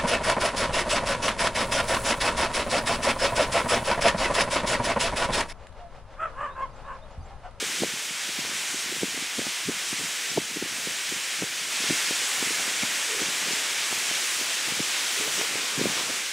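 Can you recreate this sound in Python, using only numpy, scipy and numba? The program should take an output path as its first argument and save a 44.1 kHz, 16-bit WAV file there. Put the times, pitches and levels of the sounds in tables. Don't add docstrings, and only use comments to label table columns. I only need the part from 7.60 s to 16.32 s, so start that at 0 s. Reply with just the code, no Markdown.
import sys
import numpy as np
from scipy import signal
from scipy.fft import rfft, irfft, next_fast_len
from scipy.io import wavfile
from scipy.ndimage import uniform_filter1d
from numba import njit

SR = 44100
rng = np.random.default_rng(int(sys.argv[2]) if len(sys.argv) > 2 else 0)


def transcribe(u):
    v = np.clip(np.atleast_2d(u).T, -1, 1)
    q = np.round(v * 32767).astype(np.int16)
    wavfile.write(sys.argv[1], SR, q)


N = 384552


def undb(db):
    return 10 ** (np.asarray(db) / 20)


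def curve(table):
    s, value = np.transpose(table)
    return np.interp(np.arange(N) / SR, s, value)


def walk(rate_hz):
    hold = int(SR / rate_hz)
    steps = np.repeat(rng.standard_normal(N // hold + 1), hold)
    slewed = uniform_filter1d(uniform_filter1d(steps, hold), hold)
    return 1.3 * slewed[:N]


def coloured(gain):
    size = next_fast_len(N)
    hz = np.maximum(np.fft.rfftfreq(size, 1 / SR), 1)
    return irfft(rfft(rng.standard_normal(size)) * gain(hz), size)[:N]


def snow_hiss():
    # time in seconds, level in dB before the gain control.
    slide_level = [(0.0, -29), (0.25, -30), (0.4, -32), (0.8, -30), (1.6, -31), (2.4, -30.5), (2.7, -30.5),
                   (2.9, -32.5), (3.25, -30), (3.6, -30.5), (4.05, -30.5), (4.25, -26), (5.05, -27),
                   (6.7, -27.5), (7.8, -27), (7.93, -28.8), (8.4, -27.5), (8.72, -31)]
    # frequency in Hz, relative level in dB per Hz.
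    hiss_tone = [(30, -21), (165, -21.5), (295, -13), (740, -11), (1250, -7.5), (1500, -4.5), (2300, -1),
                 (2680, -2.5), (3150, -2), (4400, -6), (5650, -4.5), (7900, -6), (10800, -14),
                 (12800, -22.5), (14600, -20), (16000, -27)]
    # time in seconds, dB against its usual share.
    low_share = [(0, -0.5), (4, -1), (5, 0.2), (7.5, .6), (8.4, 3.5), (8.72, -0.5)]

    tone_hz, tone_db = np.transpose(hiss_tone)
    hiss, patchy = 0, walk(18)
    for octave in range(-1, 5):

        def range_gain(hz):
            distance = np.clip(np.log2(hz / 1000), -1, 4) - octave
            crossfade = np.cos(np.pi / 2 * np.clip(distance, -1, 1))
            return undb(np.interp(np.log(hz), np.log(tone_hz), tone_db)) * crossfade

        band = coloured(range_gain)
        flicker_db = 0.26 * patchy + 0.48 * walk(12) + 0.53 * walk(28)
        share_db = (octave < 1) * curve(low_share)
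        hiss = hiss + band * undb(share_db + flicker_db)
    sides = np.array([[1], [-1]])
    return (hiss / np.std(hiss) + treble_patches() * sides) * undb(curve(slide_level))


def treble_patches(size=2048, count=260):
    out, hz = np.zeros(N + size), np.fft.rfftfreq(size, 1 / SR)
    for at, height, strength in rng.random((count, 3)):
        centre_hz = 4500 + 10000 * height ** 1.155
        half_width_hz = 200 + 600 * strength ** 3
        in_band = np.abs(hz - centre_hz) < half_width_hz
        patch = irfft(rfft(rng.standard_normal(size)) * in_band)
        gain = undb(-24 + 30 * strength ** 3 - 14 * height ** 2)
        start = int(at * N)
        out[start:start + size] += gain * np.hanning(size) * patch
    return out[:N]


def pops(s, peak_db, hz, turns, half=384):
    out, t = np.zeros(N + 3 * half), np.arange(-half, half) / SR
    phases = rng.uniform(0, 2 * np.pi, len(s))
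    for at, db, f, phase in zip(s, peak_db, hz, phases):
        start = int(max(at, 0) * SR)
        swell = np.exp(-(2 * t * f / turns) ** 2)
        out[start:start + 2 * half] += undb(db) * swell * np.cos(2 * np.pi * f * t + phase)
    return out[half:N + half]


def around(s, db, before_s, after_s):
    marks = np.zeros(N)
    np.add.at(marks, (s * SR).astype(int), undb(2 * db))

    def fade(power, tau):
        return signal.lfilter([1], [1, -np.exp(-2 / (tau * SR))], power)

    after, before = fade(marks, after_s), fade(marks[::-1], before_s)[::-1]
    return np.sqrt(after + before - marks)


def boots(count=4):
    # time in seconds, envelope peak in dB before the gain control,
    # pitch in Hz, snap in dB against that peak.
    crust_pops = [(0.027, -21.5, 405, -13), (0.099, -33, 320, -22), (0.144, -31, 620, -1),
                  (0.207, -29, 270, -22), (0.222, -17, 266, -15), (0.2291, -22.5, 330, -12),
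                  (0.236, -14, 460, -5), (0.246, -23, 410, -18), (0.339, -31.5, 238, -20),
                  (0.511, -38, 190, -20), (0.692, -33, 290, -22), (0.791, -27, 306, -22),
                  (0.851, -29, 440, 2), (0.874, -36, 330, -22), (0.918, -29.5, 510, -3),
                  (0.952, -39, 230, -20), (1.015, -45, 200, -20), (1.145, -27, 310, -24),
                  (1.262, -35, 220, -20), (1.296, -35, 260, -20), (1.326, -25.5, 360, -27),
                  (1.366, -31, 380, -26), (1.433, -14, 344, -12), (1.444, -29, 230, -14),
                  (1.484, -34, 250, -19), (1.546, -33, 280, -20), (1.577, -27, 353, -14),
                  (1.625, -31, 256, -15), (1.788, -25, 233, -6), (1.793, -20, 410, -25),
                  (1.816, -26, 460, -8), (1.869, -26.5, 247, -1), (2.083, -31, 300, -20),
                  (2.089, -16, 305, -22), (2.095, -21, 358, -22), (2.103, -30, 300, -20),
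                  (2.33, -26.5, 253, -5), (2.397, -32, 330, -20), (2.413, -28, 330, -24),
                  (2.448, -35, 230, -26), (2.718, -35, 270, -20), (2.776, -20, 338, 6),
                  (2.78, -12, 350, -5.5), (2.7842, -19, 300, -25), (2.816, -37, 320, -25),
                  (2.913, -35, 240, -20), (2.963, -29, 280, -11), (2.971, -23, 310, -24),
                  (3.026, -19.5, 324, -10), (3.06, -31, 330, -20), (3.124, -35, 260, -20),
                  (3.186, -35, 280, -20), (3.273, -24.5, 350, -10), (3.524, -25.5, 322, -17),
                  (3.58, -43, 250, -20), (3.79, -40, 200, -20), (3.824, -21, 380, -5),
                  (3.832, -22, 248, -18), (3.841, -28.5, 380, -5), (4.028, -44, 250, -20),
                  (4.205, -33, 280, -20), (4.241, -28, 370, -20), (4.301, -24, 530, -16),
                  (4.308, -15, 278, -16), (4.324, -26, 255, -25), (4.51, -22, 316, -5),
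                  (4.827, -22.5, 308, 0), (4.875, -31, 300, -26), (4.908, -24, 380, -20),
                  (4.999, -25.5, 700, -1), (5.08, -28, 270, -6), (5.235, -22.5, 222, -3),
                  (5.619, -26, 281, -5), (5.629, -28, 360, -20), (5.687, -33, 240, -18),
                  (5.827, -30, 640, -39), (5.876, -30, 530, -18), (5.884, -32, 230, -10),
                  (5.91, -27.5, 330, -25), (5.934, -31, 240, -26), (6.328, -23.5, 342, 2),
                  (6.514, -31, 340, 2), (6.814, -31, 287, 1), (7.085, -27, 302, -2), (7.123, -29, 310, -31),
                  (7.196, -22.5, 446, -22), (7.205, -22.5, 262, -22), (7.611, -27, 370, -8),
                  (7.679, -27, 450, 2), (7.781, -29, 457, 1), (7.794, -29, 330, -22),
                  (7.814, -29.5, 380, 8), (7.918, -33, 370, -17), (7.957, -28.5, 410, -5),
                  (8.044, -35, 480, -2), (8.178, -26, 300, -7), (8.187, -28, 240, -25),
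                  (8.196, -22, 340, -44), (8.21, -23, 300, -24), (8.215, -14.5, 332, -26),
                  (8.227, -33, 220, -22), (8.24, -25, 260, -7), (8.25, -22, 250, -22),
                  (8.257, -13.5, 448, -17), (8.27, -20, 225, -16), (8.286, -29, 300, -15),
                  (8.299, -28, 200, -22), (8.369, -31, 400, 2), (8.376, -31, 460, -3),
                  (8.411, -32, 360, -22), (8.498, -26, 590, -12), (8.506, -31, 460, -4)]
    crumble_db, crumble_follows, crumble_floor_db = -36, 0.48, -66.5
    build_up_s, die_away_s = 0.027, 0.04

    s, peak_db, hz, snap_db = np.transpose(crust_pops)
    snap = pops(s, peak_db + snap_db, 600 + 250 * rng.random(len(s)), turns=1.15)

    when, size, pitch = rng.standard_normal((len(s), count, 3)).T
    splinter_s = s + 0.00594 * when
    splinter_db = peak_db - 17.0 + 2.1 * np.clip(size, -2, 2)
    splinter_hz = 330 * 1.5 ** pitch
    splinters = pops(splinter_s.ravel(), splinter_db.ravel(), splinter_hz.ravel(), turns=2.1)

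    moment, luck, height = rng.random((2500, 3)).T
    grain_db = np.minimum(-3.5 * np.log(1 - luck), 12.)
    crumble = pops(moment * N / SR, grain_db, 120 * 4.7 ** height, turns=1.07)
    near_pops = around(s, crumble_db + crumble_follows * peak_db, build_up_s, die_away_s)
    crumbling = undb(crumble_floor_db) + near_pops

    return pops(s, peak_db, hz, turns=1.2) + snap + splinters + crumble / np.std(crumble) * crumbling


def hull_scuffs():
    # start in seconds, length in seconds, level in dB before the gain control.
    ridge_scuffs = [(5.488, .14, -41), (5.86, 0.13, -49), (7.57, 0.13, -43.5), (7.77, 0.075, -41),
                    (7.9, .16, -48)]
    hull_hz, width_hz, edge_s = 435, 105, 0.022
    hull = coloured(lambda hz: 1 / (1 + (2 * (hz - hull_hz) / width_hz) ** 2))
    t, level = np.arange(N) / SR, 0
    for s, length, db in ridge_scuffs:
        inside_s = np.minimum(t - s, s + length - t)
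        level = level + undb(db) * np.clip(inside_s / edge_s + .5, 0, 1)
    return hull / np.std(hull) * level


def scene():
    return snow_hiss() + boots() + hull_scuffs()


@njit
def follow(x, attack, release):
    y, e = np.empty(len(x)), 0.
    for i in range(len(x)):
        e += (abs(x[i]) - e) * (attack if abs(x[i]) > e else release)
        y[i] = e
    return y


def record(dry):
    attack_s, release_s, threshold_db, top_hz = 0.0011, 0.2, -17.5, 15700
    x = signal.sosfilt(signal.butter(2, 120., "high", fs=SR, output="sos"), dry)
    env = follow(x.mean(axis=0), 1 / (attack_s * SR), 1 / (release_s * SR))
    x = x * np.minimum(1, undb(threshold_db) / (env + 1e-9)) ** 0.19
    return signal.sosfilt(signal.ellip(12, .2, 80, top_hz, fs=SR, output="sos"), x)


dry = scene()
out = record(dry)
transcribe(out)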